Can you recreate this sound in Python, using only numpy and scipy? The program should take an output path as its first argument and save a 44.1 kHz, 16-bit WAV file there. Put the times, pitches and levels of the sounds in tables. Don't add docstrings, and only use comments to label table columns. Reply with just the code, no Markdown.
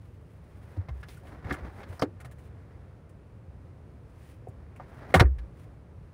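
import sys
import numpy as np
from scipy import signal
from scipy.fft import rfft, irfft, next_fast_len
from scipy.io import wavfile

SR = 44100
rng = np.random.default_rng(int(sys.argv[2]) if len(sys.argv) > 2 else 0)


def generate_wav(sig):
    pcm = np.round(np.clip(np.atleast_2d(sig).T, -1, 1) * 32767).astype(np.int16)
    wavfile.write(sys.argv[1], SR, pcm)


N = 270553

# freq_hz, density_db (per Hz)
CABIN_SPECTRUM = [(12, -51), (20, -30), (32, -19), (45, -12.5), (65, -2), (100, -2.5), (155, -9.5),
                  (220, -18), (520, -22.5), (700, -28.5), (1200, -33.5), (2400, -42.5), (3300, -50),
                  (6000, -55.5), (16000, -61.5)]
CABIN_RMS_DB = -48.5

# freq_hz, density_db (per Hz)
RUSTLE_SPECTRUM = [(700, -26), (1200, -10.5), (1900, -0.5), (2800, -4.5), (4200, -11), (7000, -13),
                   (16000, -12.5)]
# loudest_s, level_db, rise_s, fall_s
RUSTLE_STROKES = [(.03, -74, .1, .5), (.336, -73.5, 0.14, .06), (.75, -70, .9, 0.036), (1.02, -71, .2, .02),
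                  (1.1, -57.5, 0.038, 0.14), (1.276, -66, 0.093, .15), (1.832, -67, 0.32, .04),
                  (1.89, -62, .02, 0.11), (1.955, -60.5, 0.12, 0.057), (2.46, -67, 0.13, 0.038),
                  (4.14, -72, .02, .03), (4.22, -68.5, 0.077, .15), (4.31, -63, 0.27, 0.086),
                  (4.94, -72, .2, .5), (5.125, -64, 0.091, 0.027), (5.62, -66.5, 0.089, 0.056)]
# freq_hz, density_db (per Hz)
DULL_SPECTRUM = [(100, 1.5), (200, 0), (600, -4), (1100, -8.5), (2000, -12), (2800, -26.5), (5000, -32.5),
                 (9000, -44), (16000, -42.5)]
# loudest_s, level_db (before DULL_LIFT_DB), rise_s, fall_s
DULL_STROKES = [(.77, -61.5, .5, 0.32), (1.02, -66, .5, 0.16), (1.34, -53.5, 0.14, 0.11),
                (1.52, -45, .13, 0.137), (1.64, -51, .2, .2), (1.81, -50.5, 0.11, 0.15),
                (1.92, -58, .2, 0.21), (2.2, -64.5, .08, 0.3), (2.7, -66.5, 1, .6),
                (4.29, -67.5, .25, 0.12), (4.81, -60, .02, 0.32), (5.135, -52.5, 0.55, .02),
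                (5.45, -73.5, 0.51, 0.77)]
DULL_LIFT_DB = 5.5
STROKE_RANGE_DB = 20
STROKE_ROUNDNESS = 1.15

# start_s, level_db, pitch_hz, width_octaves, snap_db
LIGHT_KNOCKS = [(0.766, -51, 406, 2.2, -26), (0.886, -46, 860, 1.37, -33), (1.03, -47, 1730, 0.87, -22),
                (1.085, -51, 1570, 2.3, -22), (1.17, -57.5, 1410, 0.46, -10), (1.233, -57, 690, 0.53, -22),
                (1.253, -54, 800, 1.3, -21), (1.27, -61, 2460, 0.54, -16), (1.444, -49.5, 1490, 0.86, -25),
                (1.497, -44.5, 1180, 1.34, -30), (1.524, -43.5, 1470, 1.8, -11),
                (1.54, -40.5, 1600, 0.57, -17.5), (1.831, -50, 1750, 1.2, -29),
                (1.996, -42.5, 1130, 0.86, -28), (3.093, -73, 2000, 0.91, 0), (4.471, -43, 490, 0.49, -40),
                (4.484, -55, 305, 0.34, -15), (4.761, -61.5, 2370, 0.26, -7.5),
                (4.798, -42.5, 840, 0.71, -44), (5.254, -48.5, 1350, 0.67, -37.5),
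                (5.385, -55.5, 1666, 1.13, -16)]
KNOCK_RATTLE_S, KNOCK_T60_S = 0.0065, 0.09

# start_s, level_db, pitch_hz, width_octaves,
# rattle_s, t60_s, snap_db, edge_hz, edge_db (re blow), hollow_hz, hollow_db (re blow), hollow_lag_s
HEAVY_BLOWS = [(1.508, -31.5, 1500, 0.54, 0.0054, 0.051, -59, 3300, -24, 300, -4.5, 0.00065),
               (2.0212, -24, 540, 1.5, 0.0029, 0.087, -27, 2600, -12.5, 358, -5, 0.00406),
               (5.141, -13.5, 720, 0.78, .009, 0.14, -38, 1670, -3, 383, -9, .005),
               (5.197, -16.5, 1450, 1.02, .011, 0.075, -25, 3060, -12.5, 400, -4, .012)]
EDGE_OCTAVES, EDGE_SNAP_DB = 0.89, -19.5
HOLLOW_OCTAVES, HOLLOW_RATTLE_S, HOLLOW_T60_S = 0.75, 0.018, 0.095

# start_s, level_db
HINGE_CLICKS = [(1.994, -49.5), (2.014, -47)]
STAY_HZ, STAY_OCTAVES, STAY_SNAP_DB = 5020, 0.23, -8
STAY_RATTLE_S, STAY_T60_S = 0.0035, 0.055

# start_s, level_db, snap_db
SETTLING_KNOCKS = [(2.202, -53, -9.5), (2.247, -49.5, -13.5), (2.312, -59, -6.5), (2.384, -64, -8.5)]
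SETTLE_HZ, SETTLE_OCTAVES, SETTLE_RATTLE_S, SETTLE_T60_S = 1460, 1.11, 0.012, 0.093

# mode_hz, level_db (relative, varied at each contact), t60_s
DOOR_MODES = [(301, 0, 0.11), (374.4, -4.5, 0.1), (552, 8, 0.034), (663, 5.5, 0.035), (741, 8.5, 0.045),
              (927, -4, 0.06), (1032, -8.5, 0.076), (1198, 2, 0.027), (1446, 0.5, 0.025), (1696, -2, 0.069),
              (1825, 1, 0.0408), (2101, 3.5, .04), (2560, -17.5, .03), (2740, -6, .025), (3400, -16, 0.013),
              (4700, -10.5, 0.0075), (5340, -14, 0.01)]
BROAD_DB = 39
FADE_TILT = 0.41
FIRST_TOUCH_DB = 21.5
# freq_hz, gain_db
SNAP_SPECTRUM = [(2000, -24.5), (4000, -8), (7000, 6.5), (16000, 2)]

# start_s, level_db, pitch_hz, push_s, t60_s
PANEL_THUMPS = [(0.77, -24, 93.3, 0.029, 0.11), (0.772, -39.5, 294, 0.0054, 0.081),
                (0.885, -32.5, 122, 0.012, 0.08), (0.907, -30.5, 66, 0.014, 0.45),
                (1.451, -29.5, 95, 0.0043, 0.11), (1.505, -34, 71, 0.023, 0.21),
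                (1.511, -31, 145, 0.0065, 0.11), (1.619, -34, 63, 0.017, 0.23),
                (1.896, -31.5, 94, 0.0087, 0.14), (2.021, -22, 128, 0.0025, 0.042),
                (2.251, -36, 125.5, 0.01, 0.11), (4.484, -34.5, 107, 0.0069, 0.073),
                (5.145, -15.5, 167, 0.015, 0.081), (5.156, -16, 86, 0.022, 0.32),
                (5.2083, -2.5, 98, 0.0051, 0.043), (5.239, -13.5, 64.8, 0.013, 0.38),
                (5.241, -20.5, 78.9, 0.017, 0.18), (5.368, -27.5, 55.4, 0.011, 0.28)]

# freq_hz, gain_db
MICROPHONE_RESPONSE = [(15, -16), (45, 0.5), (5500, 0.5), (7500, -1.5), (9700, 3.5), (12000, -6),
                       (14500, -0.5), (16000, -1.5)]
OVERLOAD_LEVEL = 0.8
STOPBAND_HZ = 16200


def from_db(db):
    return 10 ** (np.asarray(db) / 20)


def rms_one(x):
    return x / np.sqrt(np.mean(x ** 2) + 1e-20)


def at_hz(points, hz):
    freq_hz, db = np.array(points).T
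    return np.interp(np.log(np.maximum(hz, 1)), np.log(freq_hz), db)


def drift(rate_hz):
    pole = np.exp(-2 * np.pi * rate_hz * 40 / SR)
    white = rng.standard_normal(N // 40 + 2002)
    slow = signal.lfilter([1], [1, -2 * pole, pole * pole], white)[2000:]
    return np.interp(np.arange(N) / 40, np.arange(len(slow)), rms_one(slow))


def coloured(white, spectrum):
    size = next_fast_len(N)
    gain = from_db(at_hz(spectrum, np.fft.rfftfreq(size, 1 / SR)))
    return rms_one(irfft(rfft(white, size) * gain, size)[:N])


def causal(gain):
    cepstrum = irfft(np.log(gain + 1e-9))
    half = len(cepstrum) // 2
    cepstrum[1:half] *= 2
    cepstrum[half + 1:] = 0
    return np.exp(rfft(cepstrum))


def cabin():
    level = from_db(CABIN_RMS_DB + 0.7 * drift(2.1))
    return level * coloured(rng.standard_normal(N), CABIN_SPECTRUM)


def grains(per_s, spread_db):
    sizes = from_db(spread_db * np.minimum(rng.exponential(1, N), 5))
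    signs = rng.choice([-1, 1], N)
    return sizes * signs * (rng.random(N) < per_s / SR)


def strokes(rows):
    t = np.arange(N) / SR
    gains = []
    for loudest, db, rise, fall in rows:
        distance = np.maximum((loudest - t) / rise, (t - loudest) / fall)
        gains.append(from_db(db - STROKE_RANGE_DB * distance ** STROKE_ROUNDNESS))
    return np.max(gains, axis=0)


def rubbing_and_swells():
    dull_judder, rustle_judder = from_db(2.2 * np.array([drift(30), drift(40)]))
    dull_gain = from_db(DULL_LIFT_DB) * strokes(DULL_STROKES)
    dull = dull_gain * coloured(grains(6000, spread_db=2.5), DULL_SPECTRUM)
    rustle = strokes(RUSTLE_STROKES) * coloured(grains(12000, spread_db=1.0), RUSTLE_SPECTRUM)
    return dull_judder * dull + rustle_judder * rustle


def contacts():
    rows = [(s, db, hz, octaves, KNOCK_RATTLE_S, KNOCK_T60_S, snap_db)
            for s, db, hz, octaves, snap_db in LIGHT_KNOCKS]
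    rows += [(s, db, STAY_HZ, STAY_OCTAVES, STAY_RATTLE_S, STAY_T60_S, STAY_SNAP_DB)
             for s, db in HINGE_CLICKS]
    rows += [(s, db, SETTLE_HZ, SETTLE_OCTAVES, SETTLE_RATTLE_S, SETTLE_T60_S, snap_db)
             for s, db, snap_db in SETTLING_KNOCKS]
    for (s, db, hz, octaves, rattle, t60, snap_db,
         edge_hz, edge_db, hollow_hz, hollow_db, lag) in HEAVY_BLOWS:
        blow = (s, db, hz, octaves, rattle, t60, snap_db)
        edge = (s, db + edge_db, edge_hz, EDGE_OCTAVES, rattle, t60, EDGE_SNAP_DB)
        hollow = (s + lag, db + hollow_db, hollow_hz, HOLLOW_OCTAVES,
                  HOLLOW_RATTLE_S, HOLLOW_T60_S, -np.inf)
        rows += [blow, edge, hollow]
    return rows


def dying(noise, t, rattle, t60):
    attack = np.minimum(t / 0.0004, 1)
    return noise * attack * from_db(-60 * np.maximum(t - rattle, 0) / t60)


def knocks():
    size = 16384
    out = np.zeros(N + size)
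    t, hz = np.arange(size) / SR, np.fft.rfftfreq(size, 1 / SR)
    audible_hz = np.maximum(hz, 20)
    rows = contacts()
    noises = rng.standard_normal((len(rows), 2, size))
    strengths_db = rng.normal(0, 2, (len(rows), len(DOOR_MODES)))
    rings = np.array([rfft(from_db(db - 60 * t / t60) * np.sin(2 * np.pi * mode_hz * t))
                      for mode_hz, db, t60 in DOOR_MODES])
    centres_hz = 250 * 4.0 ** np.arange(4)
    bands = [causal(1 / (1 + (np.log2(audible_hz / c) / 1.1) ** 4)) for c in centres_hz]
    snap = causal(from_db(at_hz(SNAP_SPECTRUM, hz)))
    head = int(0.012 * SR)
    for row, (body_noise, snap_noise), strength_db in zip(rows, noises, strengths_db):
        s, db, pitch_hz, octaves, rattle, t60, snap_db = row
        struck = body_noise * (t < rattle)
        struck[0] = from_db(FIRST_TOUCH_DB)
        modes = from_db(strength_db) @ rings * rfft(struck)
        dense = 0
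        for c, band in zip(centres_hz, bands):
            band_t60 = t60 * (c / 1000) ** -FADE_TILT
            dense = dense + band * rfft(dying(body_noise, t, rattle, band_t60))
        contact = causal(1 / (1 + np.abs(np.log2(audible_hz / pitch_hz) / octaves) ** 3.16))
        body = irfft((modes + from_db(BROAD_DB) * dense) * contact)
        bright = irfft(rfft(dying(snap_noise, t, rattle, 0.7 * t60)) * snap)
        knock = from_db(db) * (body / np.std(body[:head]) + from_db(snap_db) * bright)
        at = round(s * SR)
        out[at:at + size // 2] += knock[:size // 2]
    return out[:N]


def thumps():
    out, t = np.zeros(N + SR), np.arange(SR) / SR
    for s, db, hz, push, t60 in PANEL_THUMPS:
        swell = np.sin(np.pi / 2 * np.minimum(t / push, 1))
        decay = from_db(db - 60 * np.maximum(t - push, 0) / t60)
        at = round(s * SR)
        out[at:at + SR] += decay * swell * np.sin(2 * np.pi * hz * t)
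    return out[:N]


def scene():
    return (cabin() + rubbing_and_swells() + knocks() + thumps())[None]


def record(dry):
    size = next_fast_len(N + SR, real=True) * 2
    response = causal(from_db(at_hz(MICROPHONE_RESPONSE, np.fft.rfftfreq(size, 1 / SR))))
    heard = irfft(rfft(dry, size) * response, size)[:, :N]
    rounded = OVERLOAD_LEVEL * np.tanh(heard / OVERLOAD_LEVEL)
    top_cut = signal.cheby2(20, 70, STOPBAND_HZ, fs=SR, output="sos")
    return signal.sosfilt(top_cut, rounded)


dry = scene()
out = record(dry)
generate_wav(out)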